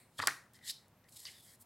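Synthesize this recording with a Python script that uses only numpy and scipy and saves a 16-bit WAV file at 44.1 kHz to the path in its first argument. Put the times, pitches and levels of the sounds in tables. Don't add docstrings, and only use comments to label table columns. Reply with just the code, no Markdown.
import sys
import numpy as np
from scipy import signal
from scipy.fft import rfft, irfft
from scipy.io import wavfile

SR = 44100
rng = np.random.default_rng(int(sys.argv[2]) if len(sys.argv) > 2 else 0)


def decibels_to_gain(level_db):
    exponent = np.asarray(level_db, float) / 20
    return 10 ** exponent


def waveform_to_disk(signal):
    frames = np.transpose(np.atleast_2d(signal))
    scaled = np.clip(frames, -1, 1) * 32767
    samples = np.round(scaled).astype(np.int16)
    wavfile.write(sys.argv[1], SR, samples)


N = 72765
SPOTS = 3


def rms_one(x):
    return x / np.sqrt(np.mean(x ** 2) + 1e-20)


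def at_hz(points, hz):
    point_hz, value = np.array(points).T
    return np.interp(np.log(np.maximum(hz, 1)), np.log(point_hz), value)


def coloured(x, db):
    return irfft(rfft(x) * decibels_to_gain(db), len(x))


def bandpass(x, low_hz, high_hz):
    return signal.sosfilt(signal.butter(2, [low_hz, high_hz], "band", fs=SR, output="sos"), x)


def resonate(x, hz, width_hz):
    r = np.exp(-np.pi * width_hz / SR)
    zeros = (1 - r * r) / 2 * np.array([1, 0, -1])
    return signal.lfilter(zeros, [1, -2 * r * np.cos(2 * np.pi * hz / SR), r * r], x)


def resonate_twice(x, hz, width_hz):
    return resonate(resonate(x, hz, width_hz), hz, width_hz)


def add(out, start_s, x):
    i = int(start_s * SR)
    out[i:i + len(x)] += x[:N - i]


def stroke(full_s, rise_s, hold_s, db):
    rise_db, release_db_per_s = 21.5, 2209.5
    t = np.arange(N) / SR
    swell_db = np.minimum(rise_db * (t - full_s) / rise_s, 0)
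    release_db = release_db_per_s * np.maximum(t - full_s - hold_s, 0)
    return decibels_to_gain(db + np.maximum(swell_db - release_db, -120))


def floor():
    # (frequency [Hz], level [dB])
    air_spectrum = [(15, -36.5), (30, -16.5), (55, -18), (102, -3.5), (189, -9.5), (228, -14.5), (812, -17),
                    (5090, -34), (12700, -37), (15800, -33.5)]
    # (frequency [Hz], width [Hz], level [dB rms])
    hum = [(100.5, 4, -81.5), (129.6, 49, -84), (203.7, 4.8, -84.5), (244, 9.5, -81.5)]
    air_db = -69
    air = rms_one(coloured(rng.standard_normal(N), at_hz(air_spectrum, np.fft.rfftfreq(N, 1 / SR))))
    out = decibels_to_gain(air_db) * air
    for hz, width_hz, db in hum:
        white = rng.standard_normal(2 * N)
        out += decibels_to_gain(db) * rms_one(resonate(white, hz, width_hz)[N:])
    return out


def earlier():
    # (frequency [Hz], width [Hz], level [dB])
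    rustle_modes = [(2200, 350, 7), (4050, 500, 3.3), (8560, 1300, 4.5), (12530, 800, -6)]
    start_db, t60_s = -63.5, 0.34
    white = rng.standard_normal(N)
    rustle = sum(decibels_to_gain(db) * resonate(white, hz, width_hz) for hz, width_hz, db in rustle_modes)
    return decibels_to_gain(start_db - 60 * np.arange(N) / SR / t60_s) * rms_one(rustle)


def fibre_grains():
    grains_per_s, spread_db = 6000, 1.2
    size_db = spread_db * np.minimum(rng.exponential(1, N), 5)
    sizes = decibels_to_gain(size_db) * rng.choice([-1, 1], N)
    catches = rms_one(sizes * (rng.random(N) < grains_per_s / SR))
    return catches + .5 * rng.standard_normal(N)


def rubbing(grains):
    # (full at [s], rise [s], hold [s], level [dB rms], tilt [dB per octave])
    strokes = [(0.176, 0.092, .01, -69.5, 2), (0.194, 0.015, 0.0029, -47.5, -7),
               (0.219, 0.014, 0.0085, -44, -8), (0.242, 0.0088, 0.022, -52.5, -5.5),
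               (0.545, 0.014, 0.02, -63.5, -4.5), (0.652, 0.021, 0.0082, -63, 0.5),
               (0.678, 0.039, 0.013, -44, -3.5), (0.702, .015, 0.011, -45.5, -0.5),
               (0.186, 0.0097, 0.005, -53, -3.5), (0.697, .004, 0.0017, -43.5, -4.3),
               (1.092, 0.0099, 0.0022, -64, 7.5), (1.131, 0.065, 0.0154, -64, 3),
               (1.164, 0.02, 0.00845, -52.5, 0), (1.193, 0.029, 0.011, -56.5, 1),
               (1.212, 0.039, 0.039, -58, -0.5), (1.259, 0.014, 0.02, -58, -2),
               (1.289, .02, .03, -62, -1.5), (1.328, 0.14, 0.08, -65.5, 3), (1.43, .04, .127, -63, 3.5),
               (1.61, 0.02, 0.017, -58, 8.5)]
    # (frequency [Hz], level [dB per Hz])
    rub = [(1290, -32.5), (2200, -13), (2490, -17), (4050, -7.5), (5680, -7.5), (6920, -4), (7580, -5.5),
           (9630, -3.5), (15800, -14)]
    # (frequency [Hz], width [Hz], level [dB])
    page_modes = [(3200, 400, 2.5), (3850, 300, 3), (4250, 300, 3), (5050, 250, 4.5), (7800, 500, 3),
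                  (9400, 700, -1.5), (11500, 500, -1.5), (12700, 300, 1.5)]
    hz = np.fft.rfftfreq(N, 1 / SR)
    page = grains + sum(decibels_to_gain(db) * resonate(grains, f, w) for f, w, db in page_modes)
    rub_db = at_hz(rub, hz)
    octaves = np.log2(np.maximum(hz, rub[0][0]) / 5000)
    paper = np.zeros(N)
    for *movement, tilt in strokes:
        paper += stroke(*movement) * rms_one(coloured(page, rub_db + tilt * octaves))
    return paper


def chafes():
    # (full at [s], rise [s], hold [s], level [dB rms], pitch [Hz])
    chafe_rows = [(.187, .006, .003, -47, 3400), (.188, 0.007, .004, -56, 1800),
                  (.227, .003, .004, -46, 4700), (.613, .004, .003, -68, 2000), (.76, .02, .025, -63, 4100),
                  (.191, 0.0035, 0.00091, -51, 4540), (.207, 0.0033, .002, -50, 1690),
                  (.221, .012, 0.012, -47.5, 4540), (.221, .005, 0.0034, -59, 8500),
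                  (.25, 0.0091, 0.011, -58, 4800), (.262, .008, 0.0036, -52, 1500),
                  (.64, 0.029, 0.034, -64, 3700), (.68, 0.017, 0.016, -50, 7600),
                  (.68, 0.012, 0.0057, -47.5, 4050), (.697, .01, 0.008, -42.5, 3840),
                  (.70, 0.022, .01, -46, 5110), (.72, 0.0093, .025, -65, 5200),
                  (1.266, .003, 0.0028, -49.5, 4720), (1.268, 0.0062, 0.0055, -54, 3030),
                  (1.283, .01, 0.0086, -59, 2120), (1.285, .01, 0.0065, -61, 2970),
                  (1.35, 0.043, 0.037, -67.5, 4850), (1.48, 0.046, .03, -70, 4720),
                  (1.2525, .001, .003, -53.5, 2000), (.704, .004, 0.0034, -46, 4160)]
    q = 7
    white = rng.standard_normal((2, N))
    out = np.zeros(N)
    for k, (*movement, hz) in enumerate(chafe_rows):
        out += stroke(*movement) * rms_one(resonate_twice(white[k % 2], hz, hz / q))
    return out


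def snaps():
    # (time [s], peak [dB], lowest [Hz], highest [Hz], fray [s])
    snap_rows = [(0.2006, -29.5, 2472, 5460, 0.00025), (0.2376, -36, 2440, 5550, 0.0011),
                 (.27193, -15, 3600, 7500, .0001), (.2723, -15, 3500, 6000, .0001),
                 (.2732, -7.5, 3800, 12000, .00006), (.2734, -17, 7800, 10000, .0002),
                 (.272, -24.5, 9000, 16600, 0.00091), (0.276, -28, 2830, 13000, 0.00026),
                 (0.2744, -21, 3000, 4800, 0.00034), (0.2753, -28, 2500, 5000, .0005),
                 (.2784, -36, 5500, 9500, .0006), (0.2847, -35.5, 4000, 9400, .002),
                 (0.71, -48.5, 4000, 5900, 0.031), (.5700, -61.5, 3500, 12400, 0.021),
                 (.7480, -56, 3860, 14300, 0.002), (0.294, -43, 4090, 7120, .002),
                 (.5350, -52, 4970, 15000, 0.0025), (0.59, -54, 1610, 4500, 0.0015),
                 (0.8828, -50, 3800, 15000, 0.00043), (1.0415, -61, 1580, 4800, 0.0034),
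                 (1.0872, -55.5, 1615, 5520, 0.0028), (1.1227, -52, 3400, 10400, 0.013),
                 (1.2526, -39, 3600, 5600, 0.00125), (1.2546, -37, 3550, 5200, 0.0008),
                 (1.2529, -46, 7000, 9800, .003), (1.258, -39, 4300, 5300, 0.0033),
                 (1.266, -43.5, 2200, 5700, 0.049), (1.2797, -48, 1800, 5500, 0.00086),
                 (.1890, -38, 204, 1550, 0.016), (0.229, -44.5, 200, 1010, 0.032),
                 (.2740, -37, 250, 1300, 0.014), (0.625, -64, 2440, 5070, 0.062)]
    click_s = .008
    out, t = np.zeros((SPOTS, N)), np.arange(8000) / SR
    for k, (start_s, db, low_hz, high_hz, fray_s) in enumerate(snap_rows):
        burst = rng.standard_normal(8000) * np.exp(-t / fray_s)
        burst[0] += np.sqrt(click_s / fray_s)
        x = bandpass(burst, low_hz, min(high_hz, 19000))
        add(out[k % SPOTS], start_s, decibels_to_gain(db) * x / np.abs(x).max())
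    return out


def rings(rows, soft_cycles):
    out, t = np.zeros(N), np.arange(SR // 5) / SR
    for start_s, db, hz, t60_s in rows:
        tone = -np.sin(2 * np.pi * hz * t) - 0.29 * np.sin(2 * np.pi * hz * 1.3 * t)
        swell = 1 - np.exp(-t * hz / soft_cycles)
        add(out, start_s, decibels_to_gain(db - 60 * t / t60_s) * swell * tone)
    return out


def thuds():
    # (time [s], peak [dB], pitch [Hz], t60 [s])
    thud_rows = [
        (.19, -45, 100, 0.2),
        (0.2, -49.5, 274, 0.062),
        (.276, -51, 273.2, 0.11),
        (.29, -55, 136.6, 0.23),
    ]
    return rings(thud_rows, soft_cycles=0.51)


def knocks():
    # (time [s], peak [dB], pitch [Hz], t60 [s])
    knock_rows = [(.1935, -30.5, 1707, 0.025), (.2005, -21.5, 1275, 0.01), (.2018, -31, 1930, 0.023),
                  (.2062, -37.5, 1400, 0.022), (.1918, -34.5, 1180, .02), (.2225, -32.5, 1866, 0.03),
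                  (.2292, -31.5, 1018, 0.028), (.2376, -24, 1150, 0.016), (.2292, -30, 1300, .008),
                  (.2738, -19, 1314, 0.012), (.2765, -22.5, 1204, 0.013), (.2752, -25, 2140, 0.0089),
                  (.2812, -12, 1550, 0.006), (.2826, -28, 1850, 0.03), (.2836, -33, 1250, .03),
                  (.2900, -29.5, 1682, 0.016), (.2722, -24.5, 1900, 0.03), (.3085, -30, 2130, 0.0067),
                  (1.2530, -49.5, 2050, 0.029), (1.2535, -52.5, 1120, 0.016)]
    return np.array([rings(knock_rows[k::SPOTS], soft_cycles=0.35) for k in range(SPOTS)])


def pressing(grains):
    # (full at [s], rise [s], hold [s], level [dB rms])
    presses = [(.222, .006, .006, -43), (1.04, .006, .05, -75), (1.2, .04, .04, -78),
               (1.255, .02, .045, -63), (1.33, .03, .06, -73), (.548, .01, .048, -70),
               (.635, .03, .032, -67), (.675, .03, .038, -61), (1.47, .04, .087, -73), (.79, .06, .07, -80)]
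    table_hz, table_width_hz = 1900, 440
    wood = rms_one(resonate_twice(grains, table_hz, table_width_hz))
    return wood * sum(stroke(*row) for row in presses)


def squeak():
    # (time [s], pitch [Hz], level [dB])
    squeak_path = [
        (.9, 12500, -100),
        (.93, 12550, -90),
        (.975, 12650, -84),
        (1.015, 12750, -85),
        (1.045, 12800, -90),
        (1.06, 12800, -105),
    ]
    s, hz, db = np.transpose(squeak_path)
    t = np.arange(N) / SR
    flutter = 1 + .5 * rms_one(resonate(rng.standard_normal(N), 40, 60))
    tone = np.sin(2 * np.pi * np.cumsum(np.interp(t, s, hz)) / SR)
    return np.sqrt(2) * decibels_to_gain(np.interp(t, s, db, left=-200, right=-200)) * flutter * tone


def hollow():
    # (time [s], pitch [Hz], level [dB rms])
    hollow_path = [
        (1.3, 3900, -80),
        (1.365, 3600, -66),
        (1.4, 3500, -70),
        (1.425, 3450, -71),
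        (1.46, 3350, -75),
        (1.495, 3300, -72),
        (1.52, 3250, -78),
        (1.56, 3200, -90),
    ]
    width_hz = 140
    s, hz, db = np.transpose(hollow_path)
    t = np.arange(N) / SR
    slow = signal.lfilter(*signal.butter(2, width_hz, fs=SR), rng.standard_normal((2, N)))
    phase = 2 * np.pi * np.cumsum(np.interp(t, s, hz)) / SR
    carried = slow[0] * np.sin(phase) + slow[1] * np.cos(phase)
    return decibels_to_gain(np.interp(t, s, db, left=-200, right=-200)) * rms_one(carried)


def room(x):
    # (frequency [Hz], t60 [s])
    room_t60 = [(200, 0.23), (1400, 0.41), (4000, 0.29), (10000, 0.33), (16000, 0.27)]
    # (frequency [Hz], level [dB])
    room_colour = [(300, 10.5), (1200, -1.5), (2000, 0), (3000, 0.5), (4500, 1.15), (7000, -0.5),
                   (10000, -3.5), (14000, 0)]
    room_db, gap_s, low_hz = -12.5, 0.003, 516
    t = np.arange(SR // 2) / SR
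    band_hz = 125 * 2 ** np.arange(0, 7.3, .5)
    white = rng.standard_normal((2, len(t)))
    tail = np.zeros(len(t))
    for k, (a, b) in enumerate(zip(band_hz, band_hz[1:])):
        t60_s = at_hz(room_t60, np.sqrt(a * b))
        tail += bandpass(white[k % 2], a, b) * decibels_to_gain(-60 * t / t60_s)
    tail *= np.clip(t / gap_s, 0, 1) ** 2
    tail = signal.lfilter(*signal.butter(1, low_hz, "high", fs=SR), tail)
    tail /= np.sqrt(np.sum(tail ** 2))
    tail = coloured(tail, at_hz(room_colour, np.fft.rfftfreq(len(t), 1 / SR)))
    return decibels_to_gain(room_db) * signal.fftconvolve(x, tail)[:N]


def scene():
    mic_low_hz = 74.5
    grains = fibre_grains()
    spots = snaps() + knocks()
    spots[0] += rubbing(grains) + chafes() + thuds() + hollow()
    direct = spots.sum(axis=0) + pressing(grains)
    near = signal.sosfilt(signal.butter(2, mic_low_hz, "high", fs=SR, output="sos"), direct)
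    reverb = sum(room(x) for x in spots)
    return np.tile(near + reverb + squeak() + earlier() + floor(), (2, 1))


def band_limit(x):
    return signal.sosfilt(signal.butter(12, 17040, fs=SR, output="sos"), x)


def record(dry):
    # (frequency [Hz], width [Hz], level [dB down; sign = louder side])
    ports = [(1900, 820, -11), (10100, 1300, 11), (4800, 2000, 24)]
    side_leak, hiss_db = .015, -81.5
    cutoff_hz, top_loss_db = 15900, 34
    side = side_leak * dry[0] + decibels_to_gain(hiss_db) * rng.standard_normal(N)
    for hz, width_hz, db in ports:
        side -= np.sign(db) * decibels_to_gain(-abs(db)) * resonate_twice(dry[0], hz, width_hz)
    top_db = -top_loss_db * (np.fft.rfftfreq(N, 1 / SR) > cutoff_hz)
    left, right = coloured(dry[0] + side, top_db), coloured(dry[1] - side, top_db)
    return band_limit(np.array([left, right]))


dry = scene()
out = record(dry)
waveform_to_disk(out)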